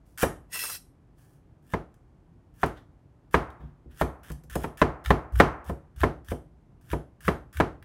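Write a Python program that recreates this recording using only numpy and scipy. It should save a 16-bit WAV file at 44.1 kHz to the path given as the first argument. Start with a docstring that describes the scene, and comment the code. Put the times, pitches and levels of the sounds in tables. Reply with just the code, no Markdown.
"""A small kitchen, quiet but for a low rumble: a chef's knife slices carrot on a plastic board on a worktop.
Flesh crunches and snaps as filtered click noise; heavy pushes sway the worktop as low sines; the edge then
knocks on the board as decaying modes plus a noise crack. Once the blade is dragged across the board: stick-slip
clicks ring its steel modes. Soft brushes and bumps fall in between. Decaying noise forms the room; the knocks
keep a long tail, louder for a stretch in the middle and cut down elsewhere."""
import sys
import numpy as np
from scipy import signal
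from scipy.fft import rfft, irfft
from scipy.io import wavfile
from scipy.ndimage import uniform_filter1d

SR = 44100
rng = np.random.default_rng(int(sys.argv[2]) if len(sys.argv) > 2 else 0)


def store_wav(level_fs):
    """Save 16-bit WAV to argv[1]."""
    pcm = np.round(np.clip(np.atleast_2d(level_fs), -1, 1) * 32767)
    wavfile.write(sys.argv[1], SR, pcm.T.astype(np.int16))


N = 345744
TIME_S = np.arange(N) / SR

# Ventilation spectrum: (frequency [Hz], relative level [dB])
RUMBLE_SPECTRUM = [(20, -22), (43, -1), (95, -4), (160, -5), (195, -13), (300, -13.5), (500, -24),
                   (750, -25), (1300, -33), (1900, -38.5), (4000, -49.5), (9000, -54), (12000, -57),
                   (16000, -73)]
RUMBLE_RMS_DB = -56

# Near-wall reverberation spectrum: (frequency [Hz], level [dB])
NEAR_SPECTRUM = [(40, -6), (130, -6.5), (200, -3.5), (340, -1), (600, -5), (1000, -8), (2500, -9),
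                 (5000, -3), (10000, -3), (16000, -6)]
# Long tail of the knocks: (frequency [Hz], level [dB])
LONG_TAIL_SPECTRUM = [(60, -6), (300, -5), (600, 2.5), (1000, 4.5), (1700, -1), (2600, -2), (3600, -17),
                      (12000, -30)]
# Decay of the near walls: (frequency [Hz], t60 [s])
NEAR_DECAY = [(100, 0.45), (400, 0.3), (1500, 0.28), (5000, 0.25), (11000, .27), (16000, 0.12)]
# Knock as the board radiates it to all sides: (frequency [Hz], relative level [dB])
RADIATED_SPECTRUM = [(30, -7.5), (60, 6.5), (130, -0.5), (200, -5.5), (330, 2), (600, -0.5), (1200, 0.5),
                     (2000, -8.5), (2900, -18.5), (3700, -25.5), (5000, -31.5), (9000, -42.5), (15000, -49)]

# Damped board modes: (frequency [Hz], relative level [dB], t60 [s])
BOARD_MODES = [(163, -6, 0.078), (292, -8, 0.0057), (393, -3.5, 0.04), (533, -4, 0.035), (692, -5, 0.026),
               (950, -2.5, 0.034), (1023, 1.5, .024), (1290, -5, 0.038), (1490, -5, 0.0077),
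               (1718, -1, .026), (1890, -3, 0.008), (2200, -7.5, 0.012), (2560, -12.5, 0.025),
               (3050, -22.5, 0.035), (3370, -25, 0.02)]
# Low worktop modes: (frequency [Hz], relative level [dB], t60 [s])
WORKTOP_MODES = [(62, 8, 0.25), (76.6, 2, 0.29), (102.4, -2, 0.19), (131, -2.5, 0.17), (149.4, 3.5, .22),
                 (249, -3, 0.26), (342, -0.5, 0.18), (490, -3.5, .15), (562, -10, 0.28), (720, -7, .15)]
# Steel blade modes: (frequency [Hz], width [Hz], relative level [dB], change per unit of place [dB])
BLADE_MODES = [(1956, 18, 17, -25), (2665, 50, 20.5, -7.5), (3350, 60, 8.5, 0), (4120, 86, 11, 9),
               (4500, 32, 10.5, 3), (4980, 79, 14, 10), (5290, 72, 18.5, 3), (5815, 54, 15, 9),
               (6680, 20, 19, -10), (7630, 20, 18.5, 5), (8550, 36, 24, 4.5), (9590, 62, 14.5, 3),
               (9700, 70, 16.5, 2), (10480, 100, 16, 4), (11300, 70, 13.5, 9.5), (11660, 80, 16.5, 3.5),
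               (12450, 110, 17, 5.5), (12750, 110, 14.5, -1.5), (13730, 110, 14.5, 9), (14200, 120, 6.5, 5),
               (14980, 110, 20, 1), (15570, 100, 14, 2)]

# Noise of the edge on the board: (frequency [Hz], relative density [dB per Hz])
CRACK_SPECTRUM = [(100, -1.5), (400, 0.5), (1200, -1.5), (2100, -6.5), (2800, -20.5), (3600, -19),
                  (5000, -32.5), (9000, -35.5), (15000, -44)]
# Crisp bursting cells: (frequency [Hz], relative density [dB per Hz])
CRUNCH_SPECTRUM = [(300, -42), (1000, -22), (1600, -3.5), (3000, -6.5), (4500, -3), (7000, -4), (11000, -2),
                   (15500, -7)]
# Body of the carrot: (frequency [Hz], relative density [dB per Hz])
FLESH_SPECTRUM = [(200, -29), (950, -14.5), (1300, -3), (1750, 2.5), (2050, -9.5), (2600, -10.5),
                  (3400, -7.5), (4300, -17.5), (9000, -28.5)]
# Steel edge slipping on plastic: (frequency [Hz], relative density [dB per Hz])
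FRICTION_SPECTRUM = [(150, -41), (450, -11), (800, -21), (1400, 10.5), (2300, 1.5), (6000, -2.5),
                     (11000, -1.5), (15500, -7.5)]
# Rasp of the board: (frequency [Hz], relative level [dB])
RASP_SPECTRUM = [(250, -20.5), (450, -13), (750, -12.5), (1300, 2.5), (2400, -11.5), (6000, -29)]
# Softness of a bump: (frequency [Hz], gain [dB])
BUMP_RESPONSE = [(130, -3.0), (400, -8), (1000, -17.0)]

# Blade brushing the carrot: (start [s], length [s], hiss level [dB], body level [dB])
BRUSH_EVENTS = [(0.066, 0.18, -74, -85), (1.185, 0.18, -71, -73.5), (2.773, 0.016, -95, -55.5),
                (3.607, 0.086, -92, -68.5), (3.913, 0.088, -78, -65)]
BRUSH_EASE_DB, BRUSH_ATTACK_DB_PER_S, BRUSH_RELEASE_DB_PER_S = 7.5, 900, 400.5

# Slices and fingers bumping the board: (time [s], relative level [dB])
BUMP_EVENTS = [(3.602, -43.5), (3.635, -41), (3.857, -44.5), (4.303, -35.5), (4.439, -46)]
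# Heavy pushes swaying the worktop: (start [s], length [s], level [dB], pitch [Hz])
PUSH_EVENTS = [(4.499, .14, -36, 60), (5.055, 0.053, -21, 61), (5.321, .08, -17, 59.8),
               (5.658, 0.062, -30.5, 69.3), (5.956, 0.021, -32.5, 63.5), (6.005, 0.019, -15, 72.7),
               (6.285, 0.038, -25.5, 74.6), (6.903, 0.026, -26, 73), (7.245, 0.0373, -28, 70.7),
               (7.552, 0.067, -25, 73.6)]

# Drag: pressed on quickly, easing off, lifted
DRAG_START_S, DRAG_END_S, DRAG_DB, DRAG_EASE_DB = 0.5344, 0.76, -35, 6
DRAG_ATTACK_DB_PER_S, DRAG_RELEASE_DB_PER_S = 1101.5, 754
# Dragged edge catching on the plastic: (time [s], level re blade [dB])
CATCH_EVENTS = [(.563, -8.5), (.648, -7), (.7, -5.5)]
CATCH_HALF_WIDTH_S = 0.015

# Tough fibres snapping: (time [s], relative crack level [dB], body re crack [dB])
SNAP_EVENTS = [(1.941, -55.5, 3), (2.6602, -32, -1.5), (3.5021, -53.5, 14), (4.3002, -36, 2),
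               (4.317, -31.5, -4), (4.4364, -42, -12), (4.554, -21, 0.5), (5.048, -41, 17),
               (5.059, -32, 15.5), (5.356, -33, 8), (6.0039, -30, 6.5), (6.014, -41.5, 20),
               (6.285, -35, 4.5), (6.901, -40, 11.5), (6.914, -33.5, 10.5), (7.251, -38, 8.5),
               (7.5696, -31, 8.5), (7.8251, -48, 13)]
# Thick end splits in a run of ever louder cracks
SPLIT_START_S, SPLIT_GAP_S, SPLIT_DB, SPLIT_STEP_DB = .175, .0077, -28.5, 1.62

# Knife strokes: (edge lands [s], time in the carrot [s], knock body level [dB], upper mids re body [dB],
# worktop ring re knock [dB], relative crunch level at the bottom [dB], crunch swell on the way down [dB])
STROKE_EVENTS = [ (0.2312, .054, -20.5, -6.5, -24, -28, 27), (1.7354, 0.11, -26, -7.5, -22, -50, 27),
                 (2.632, 0.093, -22, -4, -14.5, -47, 25.5), (3.3424, 0.032, -19, -2.5, -13, -38.5, 24),
                 (4.013, 0.1, -22.5, -8, -11.5, -38, 34), (4.303, 0.071, -47, -9.5, -3, -55.5, 2.5),
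                 (4.555, 0.057, -28, -15, -14.5, -47.5, 3.5), (4.641, 0.06, -30.5, -8, -12, -43.5, 15),
                 (4.816, .043, -17, -6, -16, -46.5, 5), (5.1049, 0.064, -17.5, -6.5, -16.5, -43.5, 12.5),
                 (5.4, 0.078, -13.5, -2, -14, -38, 22), (5.696, .053, -31.5, -14.5, -10, -47, 13),
                 (6.034, 0.073, -19, -7.5, -13, -47, 12.5), (6.316, 0.07, -30, -15.5, -7, -43.5, 19),
                 (6.931, 0.12, -26.5, -14, -7.5, -46.5, 23.5), (7.2808, 0.075, -21.5, -4, -14.5, -40, 17),
                 (7.601, 0.073, -19, -5.5, -20.5, -49, 7)]
CRUNCH_RELEASE_DB_PER_S = 1100.5
BITE_DB = 13.5  # skin snap re crunch at entry
# Knocks landing in this span keep a louder long tail; elsewhere it is cut down
LOUD_TAIL_START_S, LOUD_TAIL_END_S = 3, 5.5
LOUD_TAIL_DB, CUT_TAIL_DB = -18.5, -33.5

RECORDER_TOP_HZ = 15800


def undb(db):
    """Decibels to gain."""
    return 10 ** (np.asarray(db) / 20)


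def seconds(length_s):
    """Time axis of a short sound."""
    return np.arange(int(length_s * SR)) / SR


def fade(t, t60_s):
    """Exponential decay, 60 dB per t60."""
    return np.exp(-np.log(1000) * t / t60_s)


def unit(x):
    """Scale to rms 1."""
    return x / np.sqrt(np.mean(x ** 2))


def add(out, x, start_s):
    """Mix x into out from a start time on."""
    i = max(int(start_s * SR), 0)
    out[i:i + len(x)] += x[:max(N - i, 0)]


def lookup(points, hz):
    """Interpolate (Hz, value) points on a log-frequency axis."""
    f, value = np.transpose(points)
    return np.interp(np.log(np.maximum(hz, 1)), np.log(f), value)


def colour(x, points, size=4096):
    """Minimum-phase filter with the given (Hz, dB) response, via the folded cepstrum."""
    gain = undb(lookup(points, np.fft.rfftfreq(size, 1 / SR)))
    cepstrum = irfft(np.log(gain))
    cepstrum[1:size // 2] *= 2
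    cepstrum[size // 2 + 1:] = 0
    impulse = irfft(np.exp(rfft(cepstrum)))
    return signal.fftconvolve(x, impulse)[:len(x)]


def ring(modes, t, scatter_db, detune):
    """Struck modes of alternating sign; shares and pitches scatter with where the blow lands."""
    hz, db, t60_s = np.transpose(modes)[:, :, None]
    share, shift = rng.standard_normal((2, len(modes), 1))
    sign = (-1) ** np.arange(len(modes))[:, None]
    level = sign * undb(db + scatter_db * share)
    wave = np.sin(2 * np.pi * hz * (1 + detune * shift) * t)
    return np.sum(level * fade(t, t60_s) * wave, axis=0)


def band_level(x, low_hz, high_hz):
    """Rms of the first 20 ms of a blow within one band."""
    length = SR // 50
    power = np.abs(rfft(x[:length], SR)) ** 2  # 1 Hz bins
    return np.sqrt(2 * power[int(low_hz):int(high_hz)].sum() / SR / length)


def crackle(rate_hz, spread_db):
    """Dense tiny clicks of uneven size, rms 1."""
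    x = np.zeros(N)
    where = rng.integers(0, N, int(rate_hz * N / SR))
    size = undb(spread_db * np.minimum(rng.exponential(size=len(where)), 3))
    x[where] = size * rng.standard_normal(len(where))
    return unit(x)


def unevenness(depth_db, smooth_samples):
    """Random gain with the given rms depth."""
    return undb(depth_db * unit(uniform_filter1d(rng.standard_normal(N), size=smooth_samples)))


def gesture(start_s, end_s, attack_db_per_s, release_db_per_s):
    """Gain that rises to 1 at the start, holds and falls after the end; and progress 0-1 through the hold."""
    db = attack_db_per_s * np.minimum(TIME_S - start_s, 0)
    db -= release_db_per_s * np.maximum(TIME_S - end_s, 0)
    gain, heard = np.zeros(N), db > -100
    gain[heard] = undb(db[heard])
    return gain, np.clip((TIME_S - start_s) / (end_s - start_s), 0, 1)


def rumble():
    """Steady low ventilation noise."""
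    return undb(RUMBLE_RMS_DB) * unit(colour(rng.standard_normal(N), RUMBLE_SPECTRUM))


def room(x, tail_feed, near_db=-1, tail_t60_s=.62, tail_db=0, near_build_s=0.0045, tail_build_s=0.074):
    """Close walls give a short dense tail of noise; the knocks also get a long, slowly built one."""
    t = seconds(1)
    noise, hz = rfft(rng.standard_normal(len(t))), np.fft.rfftfreq(len(t), 1 / SR)
    near = np.zeros(len(t))
    centres_hz, t60s_s = np.transpose(NEAR_DECAY)
    for band, t60_s in zip(np.eye(len(centres_hz)), t60s_s):
        share = lookup(np.c_[centres_hz, band], hz)  # overlapping triangular bands
        near += irfft(noise * share, len(t)) * fade(t, t60_s)
    near *= np.minimum(t / near_build_s, 1) ** 2
    tail = rng.standard_normal(len(t)) * fade(t, tail_t60_s) * np.minimum(t / tail_build_s, 1)
    near = undb(near_db) * colour(near / np.linalg.norm(near), NEAR_SPECTRUM)
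    tail = undb(tail_db) * colour(tail / np.linalg.norm(tail), LONG_TAIL_SPECTRUM)
    return (signal.fftconvolve(x, near) + signal.fftconvolve(tail_feed, tail))[:N]


def brushing():
    """The flat of the blade whispers against wet carrot, easing off as it slides."""
    hiss, body = np.zeros((2, N))
    for start_s, length_s, hiss_db, body_db in BRUSH_EVENTS:
        touch, progress = gesture(start_s, start_s + length_s, BRUSH_ATTACK_DB_PER_S, BRUSH_RELEASE_DB_PER_S)
        level = touch * undb(-BRUSH_EASE_DB * progress)
        hiss += undb(hiss_db) * level
        body += undb(body_db) * level
    rub = crackle(9000, 2.5)
    return hiss * unit(colour(rub, CRUNCH_SPECTRUM)) + body * unit(colour(rub, FLESH_SPECTRUM))


def bumps():
    """Soft contacts wake mainly the low worktop modes."""
    out, t = np.zeros(N), seconds(.3)
    for start_s, db in BUMP_EVENTS:
        x = ring(WORKTOP_MODES, t, scatter_db=3, detune=.02) * fade(t, .3)
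        add(out, undb(db) * colour(x, BUMP_RESPONSE), start_s)
    return out


def sway(rise_db=5, t60_s=0.1, onset_s=.018, upper_hz=100, upper_db=-8):
    """A heavy push sways board and worktop, then dies away; a higher mode joins as the force peaks."""
    out = np.zeros(N)
    for start_s, length_s, db, hz in PUSH_EVENTS:
        t = seconds(length_s + .3)
        swell = undb(rise_db * np.minimum(t / length_s - 1, 0)) * fade(np.maximum(t - length_s, 0), t60_s)
        wave = np.sin(2 * np.pi * hz * t)
        wave += undb(upper_db) * swell * np.sin(2 * np.pi * upper_hz * t)
        add(out, undb(db) * swell * np.minimum(t / onset_s, 1) * wave, start_s)
    return out


def steel(x, share_db, place=0):
    """A contact noise plus the blade modes it excites from a place on the edge (-.5 to .5)."""
    modes = np.zeros(N)
    for hz, width_hz, db, change_db in BLADE_MODES:
        mode = signal.lfilter(*signal.iirpeak(hz, hz / width_hz, SR), x)
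        modes += undb(db + change_db * place) * mode
    return x + undb(share_db) * modes


def scraping(blade_db=-1, judder_db=3, board_db=-16, stutter_db=1.0, travel=.85):
    """The edge sticks and slips on the plastic and sings in its modes; the board rasps where it catches."""
    pressed, progress = gesture(DRAG_START_S, DRAG_END_S, DRAG_ATTACK_DB_PER_S, DRAG_RELEASE_DB_PER_S)
    drag = pressed * undb(DRAG_DB - DRAG_EASE_DB * progress ** 2)
    slips = crackle(12000, 2.2) * unevenness(stutter_db, 150)
    blade = steel(colour(slips, FRICTION_SPECTRUM), blade_db, travel * (progress - .5))
    blade /= np.std(blade[pressed > .5])
    judder = unevenness(judder_db, 1300)
    rasp = unit(judder * colour(slips, RASP_SPECTRUM))
    grip = np.full(N, undb(board_db))
    for catch_s, db in CATCH_EVENTS:
        grip += undb(db) / (1 + ((TIME_S - catch_s) / CATCH_HALF_WIDTH_S) ** 4)
    return drag * (blade + grip * rasp)


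def snaps(snap_db=-10.0, t60_s=0.029, rise_s=0.0014, bite_body_db=1, split_body_db=-1, split_count=7):
    """Skin and tougher fibres give way with a short crack; deep ones ring the carrot's body."""
    bites = [(lands_s - length_s, db - swell_db + BITE_DB, bite_body_db)
             for lands_s, length_s, *_, db, swell_db in STROKE_EVENTS]
    split = [(SPLIT_START_S + k * SPLIT_GAP_S, SPLIT_DB + k * SPLIT_STEP_DB, split_body_db)
             for k in range(split_count)]
    crisp, flesh = np.zeros((2, N))
    t = seconds(.06)
    crack = np.minimum(t / rise_s, 1) * fade(t, t60_s)
    for start_s, db, body_db in [*bites, *split, *SNAP_EVENTS]:
        add(crisp, undb(db) * crack, start_s)
        add(flesh, undb(db + body_db) * crack, start_s)
    burst = crackle(12000, 1.3)
    crisp = crisp * unit(colour(burst, CRUNCH_SPECTRUM))
    flesh = flesh * unit(colour(burst, FLESH_SPECTRUM))
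    return undb(snap_db) * (crisp + flesh)


def slicing(crunch_db=-5, flesh_db=1, blade_db=-19, patchy_db=1.5, depth_power=1.7, deepen=.3):
    """Cells burst in flurries along the edge, louder and fuller as it sinks; carrot and blade colour them."""
    cells, flesh = np.zeros((2, N))
    for lands_s, length_s, *_, db, swell_db in STROKE_EVENTS:
        t = seconds(length_s + .05)
        short_db = swell_db * (1 - np.minimum(t / length_s, 1) ** depth_power)  # shortfall from the bottom
        release_db = CRUNCH_RELEASE_DB_PER_S * np.maximum(t - length_s, 0)
        force = undb(db - short_db - release_db)
        add(cells, force, lands_s - length_s)
        add(flesh, force * undb(-deepen * short_db), lands_s - length_s)
    flurry = unevenness(patchy_db, 180)
    bursts = crackle(7000, 3) * flurry
    crisp = unit(steel(colour(bursts, CRUNCH_SPECTRUM), blade_db))
    body = unit(colour(bursts, FLESH_SPECTRUM))
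    return undb(crunch_db) * cells * crisp + undb(flesh_db) * flesh * body


def knock(worktop_db, crack_db=-4, crack_t60_s=0.041, seat_s=.0045, seat_db=-2):
    """The edge hits the board; a moment later the board seats on the worktop, which rings on."""
    t = seconds(0.25)
    board = 0.44 * ring(BOARD_MODES, t, scatter_db=-2.0, detune=0.034)

    def blow():
        """Board modes plus a fresh crack of noise."""
        crack = unit(colour(rng.standard_normal(len(t)), CRACK_SPECTRUM))
        return board + undb(crack_db) * crack * fade(t, crack_t60_s)

    first, second = blow(), blow()
    lag_s = seat_s * (1 + .06 * rng.standard_normal())
    seat = np.interp(t - lag_s, t, second, left=0)
    worktop = .4 * ring(WORKTOP_MODES, t, scatter_db=2.5, detune=.012)
    return first + undb(seat_db) * seat + undb(worktop_db) * worktop


def chops(spread_db=43, spread_hard_db=3):
    """Knocks: direct, sent into the room, and feeding the long tail; carrot under the edge cushions the treble."""
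    direct, spread, tail_feed = np.zeros((3, N))
    for start_s, _, db, hardness_db, worktop_db, *_ in STROKE_EVENTS:
        x = knock(worktop_db)
        body, upper = band_level(x, 200, 1000), band_level(x, 1200, 3500)
        tilt_db = hardness_db - 20 * np.log10(upper / body)
        add(direct, colour(x, [(650, 0.0026), (1400, tilt_db)]) * undb(db) / body, start_s)
        # the walls hear the board from all sides, so its peaks and notches even out
        pulse = colour(signal.unit_impulse(len(x)), RADIATED_SPECTRUM)
        pulse = colour(pulse, [(650, 0.0024), (1400, hardness_db + spread_hard_db)])
        pulse = pulse * undb(db + spread_db)
        add(spread, pulse, start_s)
        loud_tail = LOUD_TAIL_START_S < start_s < LOUD_TAIL_END_S
        add(tail_feed, pulse * undb(LOUD_TAIL_DB if loud_tail else CUT_TAIL_DB), start_s)
    return direct, spread, tail_feed


def scene(scrape_db=2, scrape_room_db=-7):
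    """Knife, board and worktop in the kitchen; the flat of the blade beams its scrape at the microphone."""
    knocks, spread, tail_feed = chops()
    small = slicing() + snaps() + brushing() + bumps()
    scrape = undb(scrape_db) * scraping()
    tails = room(spread + small + undb(scrape_room_db) * scrape, tail_feed)
    return (knocks + small + scrape + sway() + tails + rumble())[None]


def record(dry):
    """The deepest bass is dropped; the recorder clips at full scale and cuts the top."""
    bass_cut = signal.butter(2, 36, "high", fs=SR, output="sos")
    top_cut = signal.ellip(10, .1, 80, RECORDER_TOP_HZ, fs=SR, output="sos")
    x = signal.sosfilt(bass_cut, dry)
    return signal.sosfilt(top_cut, np.clip(x, -1, 1))


dry = scene()
out = record(dry)
store_wav(out)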